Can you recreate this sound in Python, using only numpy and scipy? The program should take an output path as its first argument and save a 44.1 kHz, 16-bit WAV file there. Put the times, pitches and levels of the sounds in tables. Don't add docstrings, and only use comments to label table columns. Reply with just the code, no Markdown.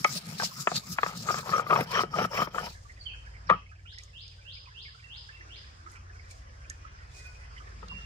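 import sys
import numpy as np
from scipy import signal
from scipy.fft import rfft, irfft
from scipy.io import wavfile
from scipy.ndimage import uniform_filter1d

SR = 44100
rng = np.random.default_rng(int(sys.argv[2]) if len(sys.argv) > 2 else 0)


def int16_out(signal):
    q = np.round(np.clip(np.atleast_2d(signal).T, -1, 1) * 32767)
    wavfile.write(sys.argv[1], SR, q.astype(np.int16))


N = 355005


def amp(db):
    return 10 ** (np.asarray(db) / 20)


def rms_one(x):
    return x / np.sqrt(np.mean(x ** 2) + 1e-20)


def in_time(rows):
    time_s, *columns = np.transpose(rows)
    return [np.interp(np.arange(N) / SR, time_s, column) for column in columns]


def at_hz(points):
    hz, value = np.transpose(points)
    return np.interp(np.log(np.fft.rfftfreq(N, 1 / SR) + 1), np.log(hz), value)


def coloured(x, spectrum):
    return rms_one(irfft(rfft(x) * amp(at_hz(spectrum)), N))


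def third_octave_index(base_hz):
    return np.round(3 * np.log2(np.fft.rfftfreq(N, 1 / SR) / base_hz + 1))


def drift(rate_hz):
    r = np.exp(-80 * np.pi * rate_hz / SR)
    noise = rng.standard_normal(N // 40 + 2002)
    slow = signal.lfilter([1], [1, -2 * r, r * r], noise)[2000:]
    return np.interp(np.arange(N) / 40, np.arange(len(slow)), rms_one(slow))


def grains(per_s, spread_db, channels=1):
    size_db = spread_db * np.minimum(rng.exponential(1, (channels, N)), 4)
    sizes = amp(size_db) * rng.choice([-1, 1], (channels, N))
    return sizes * (rng.random((channels, N)) < per_s / SR)


def ring(clicks, hz, t60_s):
    r, w = amp(-60 / (t60_s * SR)), 2 * np.pi * hz / SR
    return signal.lfilter([.5, 0, -.5], [1, -2 * r * np.cos(w), r * r], clicks + 1e-18)


def tone(hz, db):
    return amp(db) * np.sin(2 * np.pi * np.cumsum(hz) / SR)


def high_pass(x, hz):
    return signal.sosfilt(signal.butter(3, hz, "high", fs=SR, output="sos"), x)


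def add(out, start_s, piece):
    i = round(start_s * SR)
    out[i:i + len(piece)] += piece[:N - i]


def tail(x, t60_s):
    t = np.arange(round(t60_s * SR)) / SR
    echoes = rng.standard_normal((2, len(t))) * amp(-60 * t / t60_s)
    unit = echoes / np.sqrt(np.sum(echoes ** 2) / 2)
    return signal.fftconvolve(x[None], unit, axes=1)[:, :N]


def ports(x, lag_s, left_db):
    late = np.exp(-2j * np.pi * np.fft.rfftfreq(N, 1 / SR) * lag_s)
    gains = np.array([amp(left_db / 2) + 0 * late, late * amp(-left_db / 2)])
    return irfft(rfft(x) * gains, N)


# time in seconds, level in dB, extra level below about 800 Hz in dB.
AIR_LEVEL = [(0.0, -53, -1), (1.05, -56.5, 4.5), (2.3, -68, 5.5), (2.69, -61.5, 6.5), (3.45, -55, 1),
             (3.7, -63.5, 3.5), (5.3, -59.5, 0), (5.45, -56.5, 4), (6.99, -55.5, 2.2), (8.05, -51.5, 1)]
# frequency in Hz, relative density in dB.
AIR_COLOUR = [(100, 1), (170, -9.5), (310, -13), (414, -7.5), (800, -8), (973, -6.5), (1070, -3),
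              (1750, -6), (4110, -19.5), (5060, -11), (9650, -33.5), (11900, -85), (15800, -62.5)]
# frequency in Hz, share from -1 to 1.
SIDE_LIKENESS = [(60, 0.42), (130, 0.9), (290, 0.47), (640, -0.45), (1410, -0.66), (3100, 0.44),
                 (6820, -0.65), (15000, 0.072)]


def air():
    mid, side = rfft(rng.standard_normal((2, N))) * amp(at_hz(AIR_COLOUR))
    alike = np.clip(at_hz(SIDE_LIKENESS), -1, 1)
    both = np.sqrt(1 + alike) * mid + np.sqrt(1 - alike) * side * [[1], [-1]]
    level_db, bass_db = in_time(AIR_LEVEL)
    band = third_octave_index(60)
    bands = 0
    for k in range(3, 24):
        waver_db = 2 * drift(9) + 2 * drift(2.5) + bass_db * (k < 12)
        bands = bands + irfft(both * (band == k), N) * amp(waver_db)
    return amp(level_db) * rms_one(bands)


# time in seconds, firings per second, level in dB.
ENGINE_RUN = [(.9, 18.2, -73), (1.0, 18.3, -66), (1.49, 17.9, -57.5), (3.45, 18.5, -46), (3.59, 18.4, -52),
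              (5.3, 18.6, -50.5), (5.75, 17.9, -51.5), (6.24, 17.6, -49), (8.05, 18.3, -48.5)]
# multiple of the firing rate, relative level in dB.
ENGINE_ORDERS = [(2, -9), (3, 0), (4, -6), (5, -4), (6, -11), (7, -16), (8, -19)]


def engine():
    firing_hz, level_db = in_time(ENGINE_RUN)
    turns = np.cumsum(firing_hz) / SR
    orders = 0
    for k, order_db in ENGINE_ORDERS:
        gain = amp(order_db + 3 * drift(.7))
        orders = orders + gain * np.sin(2 * np.pi * (k * turns + .2 * drift(.5)))
    rumble_colour = [(30, -28.5), (60, 13.5), (95, 9.0), (140, -2.0), (230, -13.0), (500, -72)]   # Hz, dB
    rumble = coloured(rng.standard_normal(N), rumble_colour)
    return amp(level_db) * (rms_one(orders) + amp(-8) * rumble)


# start in seconds, length in seconds, start pitch in Hz, end pitch in Hz, level in dB.
WHISTLES = [(2.985, 0.054, 4980, 4160, -61), (3.05, 0.077, 3350, 2360, -51),
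            (3.468, 0.016, 6000, 3760, -54.5), (3.512, 0.067, 3430, 2380, -56.5),
            (5.037, 0.038, 2740, 2696, -63), (5.311, 0.089, 2640, 2810, -65.5),
            (7.177, 0.033, 1900, 2110, -62), (7.878, 0.16, 2783, 2750, -57)]
# start in seconds, length in seconds, nominal pitch in Hz,
# third, fourth and fifth partial in dB.
HORN = [(6.72, 0.16, 490, -74.5, -75, -64), (7.105, 0.23, 494, -71, -91, -63),
        (7.39, 0.11, 503, -85, -68.5, -76)]


def far_calls():
    out, waver_db = np.zeros(N), 5.5 * drift(22)
    for start_s, length_s, start_hz, end_hz, db in WHISTLES:
        size = round(length_s * SR)
        waver = waver_db[round(start_s * SR):][:size]
        whistle = tone(np.geomspace(start_hz, end_hz, size), db + waver)
        add(out, start_s, signal.windows.tukey(size, .4) * whistle)
    for start_s, length_s, hz, *partials_db in HORN:
        size = round(length_s * SR)
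        waver = waver_db[round(start_s * SR):][:size]
        sag = np.linspace(1.01, .995, size)
        for k, db in enumerate(partials_db, start=3):
            add(out, start_s, signal.windows.tukey(size, .5) * tone(k * hz * sag, db + waver))
    return out


# time in seconds, pitch in Hz, relative level in dB.
CALL_SHAPE = [(0, 2560, -9.5), (0.014, 2688, 1), (0.039, 3235, 3.5), (.06, 3750, -0.5), (.072, 4500, 1),
              (.082, 5000, 1.5), (0.107, 4780, -9)]
# start in seconds, level in dB, length factor, pitch factor.
CALL_REPEATS = [(3.853, -56, 0.98, 1.07), (4.131, -53.5, 1.08, 1.014), (4.447, -52, 1.09, 1.014),
                (4.741, -52, 1.05, 1.01), (5.084, -52, 1.1, 1.02), (5.488, -54.5, 1, 1.017)]


def near_bird():
    out, (shape_s, shape_hz, shape_db) = np.zeros(N), np.transpose(CALL_SHAPE)
    for start_s, db, length, pitch in CALL_REPEATS:
        t = np.arange(round(shape_s[-1] * length * SR)) / SR
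        flutter = 1 + 0.17 * np.sin(2 * np.pi * 95 * t)
        hz = pitch * np.interp(t, shape_s * length, shape_hz)
        level_db = db + np.interp(t, shape_s * length, shape_db)
        add(out, start_s, flutter * tone(hz, level_db))
    return out


# time in seconds, level in dB.
HISS_LEVEL = [(2.6, -76), (2.8, -65), (3.46, -72), (3.56, -82), (3.9, -70.5), (5.7, -70), (8.05, -70)]
# time of the peak in seconds, level in dB.
WIPES = [(3.998, -64), (5.9, -61), (6.321, -57.5), (7.16, -54.5)]
# frequency in Hz, relative density in dB.
WIPE_COLOUR = [(900, -37), (2200, -10), (5000, 5.5), (7000, 4.5), (9000, -3.5), (12000, -20.5),
               (16000, -14)]
WIPE_RISE_DB_PER_S, WIPE_FADE_DB_PER_S = 254, 67


def hiss_and_wipes():
    t, (level_db,) = np.arange(N) / SR, in_time(HISS_LEVEL)
    for peak_s, top_db in WIPES:
        drop_db = np.maximum(WIPE_RISE_DB_PER_S * (peak_s - t), WIPE_FADE_DB_PER_S * (t - peak_s))
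        level_db = np.maximum(level_db, top_db - drop_db)
    fine = coloured(grains(6000, spread_db=2.5, channels=2), WIPE_COLOUR)
    return amp(level_db + 1.5 * drift(30) + 2.5 * drift(7)) * fine


def small_smacks(per_s, db):
    at, place, size = rng.random((3, round(per_s * N / SR)))
    pitch_hz = np.geomspace(1300, 2500, 50)[(place * 50).astype(int)]
    return np.transpose([at * N / SR, db + 10 * size ** 2, pitch_hz])


def bursts(events, burst_s, cycles):
    out, t = np.zeros(N), np.arange(SR // 12) / SR
    puff = (1 - np.exp(-8 * t / burst_s)) * amp(-40 * t / burst_s)
    for (start_s, db, hz), noise in zip(events, rng.standard_normal((len(events), len(t)))):
        burst = ring(ring(noise * puff, hz, cycles / hz), hz, cycles / hz)
        add(out, start_s, amp(db) * burst / np.abs(burst).max())
    return out


# start in seconds, level in dB, pitch in Hz.
SMACKS = [(0.509, -43, 1064), (0.829, -47.5, 1076), (2.849, -50, 1180), (2.894, -42, 1980),
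          (3.26, -44, 1670), (3.363, -45, 2100), (3.976, -42.5, 1940), (4.668, -49, 1016),
          (4.849, -43.5, 2190), (5.287, -40, 1700), (5.405, -41.5, 1890), (5.859, -38, 1300),
          (6.094, -45, 1720), (6.19, -45.5, 2180), (6.701, -37.5, 1810), (6.844, -40, 1310),
          (7.563, -43, 1980), (7.575, -46.5, 2980), (7.6, -45, 1240), (7.667, -44.5, 1750),
          (7.825, -47, 468), (7.912, -42.5, 1033)]
# start in seconds, level in dB, pitch in Hz.
TICKS = [(0.0435, -15, 5400), (1.174, -23.5, 6960), (1.384, -23, 7300), (1.808, -22.5, 11000),
         (3.499, -33, 6020), (3.9846, -28.5, 4880), (4.0344, -34.5, 6200), (4.2787, -36.5, 4630),
         (5.9165, -42, 9150), (6.3096, -36.5, 7880), (6.698, -21.5, 6500), (7.267, -46, 12500),
         (7.8825, -35, 4570)]


def smacks_and_ticks():
    smacks = bursts(SMACKS, burst_s=0.038, cycles=21.6)
    smacks = smacks + bursts(small_smacks(30, db=-57.5), burst_s=0.05, cycles=20.0)
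    return smacks + signal.lfilter([.4], [1, -.6], bursts(TICKS, burst_s=0.013, cycles=4.6))


WET_FROM_S = (1.5, 1.58)


def wetness():
    return np.interp(np.arange(N) / SR, WET_FROM_S, [0, 1])


def stroke_level(rows, sinks):
    out, t = np.full(N, -100.), np.arange(N) / SR
    for (start_s, length_s, fastest, db), (depth_db, bend) in zip(rows, sinks):
        first = max(round((start_s - .025) * SR), 0)
        on = slice(first, round((start_s + length_s + .025) * SR))
        turn_s = [start_s, start_s + fastest * length_s, start_s + length_s]
        speed = np.sin(np.pi * np.interp(t[on], turn_s, [0, .5, 1]))
        out[on] = np.maximum(out[on], db - depth_db * np.abs(1 - speed) ** bend)
    return uniform_filter1d(out, size=441)


# start in seconds, length in seconds, fastest at share 0-1,
# top grit in dB, top chatter in dB, low modes in dB, top thrum in dB.
STROKES = [(-.1, 0.12, 0.98, -41.5, -56, -21, -35), (0.031, 0.17, 0.81, -31.5, -54.5, 1, -39.5),
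           (0.204, 0.35, 0.23, -40.5, -61.5, 6, -42), (0.365, 0.14, 0.55, -30.5, -51.5, 9, -40),
           (0.519, 0.13, 0.78, -35, -54.5, -18, -41), (0.686, 0.13, 0.7, -33, -51, 9, -39),
           (0.833, 0.13, 0.73, -36, -57, -28, -38), (0.932, 0.22, 0.69, -39.5, -47.5, -3, -48.5),
           (1.112, 0.36, 0.19, -43.5, -73, 10, -42.5), (1.226, 0.22, 0.65, -42, -35.5, -5, -38.5),
           (1.42, 0.22, 0.55, -43.5, -33, 0, -42), (1.638, 0.22, 0.71, -43, -40.5, 17, -35.5),
           (1.857, 0.2, 0.62, -42.5, -30, -5, -40), (2.101, 0.17, 0.84, -44.5, -34.5, 9.5, -34),
           (2.288, 0.18, 0.71, -42, -31, 2, -41), (2.503, 0.19, 0.76, -47, -42, 6, -46),
           (2.674, 0.094, 0, -51.5, -79, 11, -65)]
# depth at the turn in dB, bend exponent.
GRIT_SINKS = [(17, 0.78), (22, 2.6)]
CHATTER_SINKS = [(12, 0.89), (26, 0.82)]
THRUM_SINKS = [(21, 1), (11.7, 0.66)]
# start in seconds, length in seconds,
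# fastest at share 0-1, top thrum in dB.
SLAB_NUDGES = [(3.492, 0.081, 0.2, -41.5), (7.76, 0.26, 0.77, -49.5)]
WET_STROKE = 9


def strokes():
    rows = np.array(STROKES)
    wet = (np.arange(len(rows)) >= WET_STROKE).astype(int)

    def level(column, sinks):
        return stroke_level(rows[:, [0, 1, 2, column]], np.array(sinks)[wet])

    grit_db, chatter_db = level(3, GRIT_SINKS), level(4, CHATTER_SINKS)
    nudge_db = stroke_level(SLAB_NUDGES, THRUM_SINKS[1:] * len(SLAB_NUDGES))
    thrum_db = np.maximum(level(6, THRUM_SINKS), nudge_db)
    middle_s = rows[:, 0] + rows[:, 1] / 2
    low_db, = in_time(np.transpose([middle_s, rows[:, 5]]))
    return grit_db, chatter_db, low_db, thrum_db


# frequency in Hz, width of one resonator pass in Hz, relative level in dB.
SLAB_MODES = [(125, 51, -5), (162.5, 50, -3.5), (209, 46, -10.5)]


def thrum(thrum_db):
    modes = 0
    for hz, width_hz, db in SLAB_MODES:
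        t60_s = np.log(1000) / (np.pi * width_hz)
        mode = ring(ring(rng.standard_normal(N), hz, t60_s), hz, t60_s)
        modes = modes + amp(db) * rms_one(mode)
    return amp(thrum_db) * rms_one(high_pass(modes, 44))


# frequency in Hz, relative density in dB.
GRIT_COLOUR = [(880, -64), (1500, -16.5), (1850, -14.5), (2530, -10), (3530, -7.5), (3940, -3.5), (5400, 2),
               (5840, -5), (7330, -6.5), (8660, -17), (11800, -14), (15800, -15.5)]
# frequency in Hz, left minus right in dB.
GRIT_BALANCE = [(2400, 3.5), (4400, -1.5), (8000, 8.5), (15000, -4.5)]
DULL_LOW_HZ, DULL_HIGH_HZ, DULL_DB = 6500, 9500, -1.5
GRIT_LOWS_FOLLOW = .3


def grit(grit_db, low_db):
    clicks = grains(4500 * amp(4.2 * drift(35)), spread_db=3.0, channels=2)
    cracks = rfft(coloured(clicks, GRIT_COLOUR)) * amp(at_hz(GRIT_BALANCE) * [[.5], [-.5]])
    band = third_octave_index(1000)
    wet = wetness()
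    dull_db, lows_db = DULL_DB * wet, GRIT_LOWS_FOLLOW * low_db * (1 - wet)
    patches = 0
    for k in range(1, 13):
        muted = DULL_LOW_HZ < 1000 * (2 ** (k / 3) - 1) < DULL_HIGH_HZ
        patch_db = 3 * drift(8) + muted * dull_db + (k < 7) * lows_db
        patches = patches + irfft(cracks * (band == k), N) * amp(patch_db)
    return amp(grit_db) * rms_one(patches)


# frequency in Hz, relative level in dB, t60 in seconds before scaling.
STONE_MODES = [(183.7, -4.5, 0.214), (323, -2, 0.024), (486, -15, 0.096), (564, -9.5, 0.085),
               (727, -1.5, 0.034), (850, -7.5, 0.07), (1205, -4.5, 0.12), (1235.4, 16.5, 0.11),
               (1318, 2.5, 0.089), (1640, 0.5, 0.042), (2100, 3, 0.034), (2370, -9.5, 0.06),
               (3100, -14.5, 0.099), (5400, -22.5, 0.023)]


def scrape_song(song_db):
    song = 0
    for (hz, _, _), width_hz, gain_db in zip(STONE_MODES[-3:], (140, 120, 260), (-9, -4, -6)):
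        lowpass = signal.butter(2, width_hz, fs=SR, output="sos")
        rub = signal.sosfilt(lowpass, rng.standard_normal((2, N)))
        carrier = tone(hz * (1 + .025 * drift(6)), gain_db + 3.9 * drift(18.0))
        song = song + rms_one(rub) * carrier
    return wetness() * amp(song_db) * song


GLIDE_LOW_HZ, GLIDE_HIGH_HZ, GLIDE_WIDTH_HZ, GLIDE_DB = 860, 1240, 70, -2


def glide(clicks):
    rows = []
    for start_s, length_s, fastest, *_ in STROKES[WET_STROKE + 1::2]:
        rows += [(start_s, GLIDE_HIGH_HZ), (start_s + .02, GLIDE_LOW_HZ)]
        rows.append((start_s + fastest * length_s, GLIDE_HIGH_HZ))
    turn = np.exp(2j * np.pi * np.cumsum(in_time(rows)[0]) / SR)
    r = np.exp(-np.pi * GLIDE_WIDTH_HZ / SR)
    resonance = np.real(turn * signal.lfilter([1], [1, -r], clicks / turn))
    return amp(GLIDE_DB + 3.0 * drift(30)) * rms_one(resonance)


def chatter(chatter_db, low_db):
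    clicks = grains(2600 * amp(6 * drift(35)), spread_db=4.0)[0]
    clicks = signal.lfilter([1], [1, -1.5, .5625], clicks)
    low, high = 0, 0
    for hz, mode_db, t60_s in STONE_MODES[2:]:
        if 1000 < hz < 1300:
            continue
        swell_db = 2.5 * drift(51) + 6.9 * drift(14)
        mode = amp(mode_db + swell_db) * ring(clicks, hz, 0.22 * t60_s)
        if hz < 1000:
            low = low + mode
        else:
            high = high + mode
    low = amp(low_db) * rms_one(high_pass(low, 336))
    return amp(chatter_db) * (low + rms_one(high) + glide(high_pass(clicks, 470)))


# time in seconds, level in dB, modes below 1000 Hz in dB,
# modes above 1450 Hz in dB, ring length factor.
KNOCKS = [(0.047, -4.5, 11.5, 8, 0.42), (0.399, -19.5, 12.5, 13, 1.3), (0.422, -21, 12, 14, 0.18),
          (0.673, -7, 11, 9.5, 0.24), (0.717, -20.5, 16, -1, 0.49), (0.9861, -11, 6, 10, 0.28),
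          (1.0323, -9, 13.5, 10, 0.3), (1.0634, -17.5, 21, 18, 0.31), (1.288, -16.5, -3.5, 13, 1),
          (1.343, -20.5, 14.5, 9, 0.49), (1.493, -27, 7, 11, 0.18), (1.535, -13, -4, -2, 1.1),
          (1.581, -16.5, 11, -8, .2), (1.596, -15, 9, -8, 0.32), (1.666, -25.5, 4, 9, 0.45),
          (1.7, -22.5, 8, 6, 0.34), (1.708, -14, -4, 7, 0.53), (1.73, -11.5, -1.5, 5, 0.53),
          (1.762, -13, 1, 12, 0.28), (1.809, -17.5, 30, 26, 0.067), (1.979, -22.5, 13, -9, 0.22),
          (1.993, -14.5, 5, -15, 0.29), (2.007, -17.5, 9, -16, 0.25), (2.035, -20, 23.5, -10, 0.57),
          (2.139, -23, 3, -1, 0.66), (2.187, -14.5, 6, 15, 0.32), (2.213, -19, 44, -19, 0.44),
          (2.249, -18.5, 13, 5, 0.081), (2.333, -23, 1, 9, 0.096), (2.389, -20.5, 4, -10, 0.67),
          (2.402, -19, 0, -10, 0.34), (2.419, -14.5, 11.5, -18, 0.16), (2.474, -25.5, 24, 2, 0.15),
          (2.545, -24.5, 2, -2, 0.84), (2.584, -15.5, -10, -2, 0.37), (2.662, -42, 26, 5, 0.18),
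          (3.4995, -2.5, -2, 3.5, 0.31), (3.509, -8, -0.5, -4.5, 0.5), (3.524, -17, -1.5, -5, 0.41),
          (3.537, -25.5, 13.5, 5.5, 0.38), (7.829, -35.5, 24.5, 4, 0.47)]
# level in dB, rise in dB/s, fade in dB/s.
RATTLE = [(-15, 9000, 2100), (-11, 3600, 2000)]
LEAD_S = .01
PUSH_S, PUSH_DB = 0.00014, -3.5
PASTE_CUSHION_DB = -7
SEED_DAMPS_DB = -13


def knocks():
    out, t = np.zeros(N), np.arange(SR // 4) / SR
    hz, mode_db, t60_s = np.transpose(STONE_MODES)[:, :, None]
    chance = rng.normal(0, 1, (len(KNOCKS), 2, len(STONE_MODES), 1))
    since_s = t[:1600] - LEAD_S
    on_paste = (np.array(KNOCKS)[:, 0] > WET_FROM_S[0]).astype(int)
    rattle_db, rise, fade = np.array(RATTLE)[on_paste].T[:, :, None]
    envelope = amp(rattle_db + np.minimum(rise * since_s, -fade * since_s))
    rattle = rng.standard_normal((len(KNOCKS), len(since_s))) * envelope
    rattle[:, round(LEAD_S * SR)] = 1
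    contact = signal.windows.hann(round(.0003 * SR) + 2)
    push = (t - LEAD_S - 3 * PUSH_S) / PUSH_S
    push = -push * np.exp(.5 - push ** 2 / 2)
    for (time_s, db, low_db, high_db, length), (own, detune), contacts in zip(KNOCKS, chance, rattle):
        strength_db = mode_db + 3 * own + low_db * (hz < 1000) + high_db * (hz > 1450)
        strength_db = strength_db + SEED_DAMPS_DB * (hz < 650) * (time_s < WET_FROM_S[0])
        phase = 2 * np.pi * hz * (1 + 0.035 * detune) * t
        modes = amp(strength_db - 60 * t / (t60_s * max(length, .1))) * np.sin(phase)
        upper = high_pass(np.sum(modes[2:], axis=0), 488)
        blow = modes[0] + modes[1] + upper
        blow = signal.fftconvolve(blow, np.convolve(contacts, contact))[:len(t)]
        jolt = amp(PUSH_DB + PASTE_CUSHION_DB * (time_s > WET_FROM_S[0])) * push
        blow = blow / np.abs(blow).max() + jolt
        add(out, time_s - LEAD_S, amp(db) * blow / np.abs(blow).max())
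    return high_pass(out, 200)


# frequency in Hz, left minus right in dB.
SLAB_BALANCE = [(100, .5), (220, 0), (380, 6), (700, 1), (1300, 3.5), (2400, 4), (5000, 1)]
PORT_LAG_S = 0.00022
LAG_FADES_HZ = 2870
WALL_S, WALL_DB = 0.0083, -22
YARD_T60_S, TREES_T60_S = .22, .7
BEAK_CUT_HZ = 3270
SONG_FOLLOWS_CHATTER = 0.76


def scene():
    grit_db, chatter_db, low_db, thrum_db = strokes()
    stone = chatter(chatter_db, low_db) + knocks()
    slap = np.concatenate([np.zeros(round(WALL_S * SR)), stone])[:N]
    stone = stone + amp(WALL_DB) * slap
    small = smacks_and_ticks()
    lag_s = PORT_LAG_S / (1 + (np.fft.rfftfreq(N, 1 / SR) / LAG_FADES_HZ) ** 6)
    close = ports(stone, lag_s, at_hz(SLAB_BALANCE)) + ports(small, -0.000308, -6.5)
    close = close + amp(-11.0) * tail(stone, .018) + amp(-15.0) * tail(stone + small, YARD_T60_S)

    bird, far = near_bird(), far_calls()
    aside = signal.sosfilt(signal.butter(4, BEAK_CUT_HZ, fs=SR, output="sos"), bird)
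    trees = ports(aside + far, .0001, -15.0) + amp(-13.0) * tail(bird, 0.15)
    trees = trees + amp(8) * tail(bird, TREES_T60_S) + amp(8.0) * tail(far, 0.47)

    song_db = grit_db + SONG_FOLLOWS_CHATTER * (chatter_db - grit_db)
    rubbing = ports(thrum(thrum_db), .0001, 1.8) + grit(grit_db, low_db) + scrape_song(song_db)
    return close + rubbing + hiss_and_wipes() + trees + engine() + air()


MIC_LOW_HZ, CUTOFF_HZ = 33, 16000


def record(dry):
    thin = high_pass(dry, MIC_LOW_HZ)
    rounded = 1.15 * np.tanh(thin / 1.15)
    return signal.sosfilt(signal.cheby2(22, 70, CUTOFF_HZ, fs=SR, output="sos"), rounded)


dry = scene()
out = record(dry)
int16_out(out)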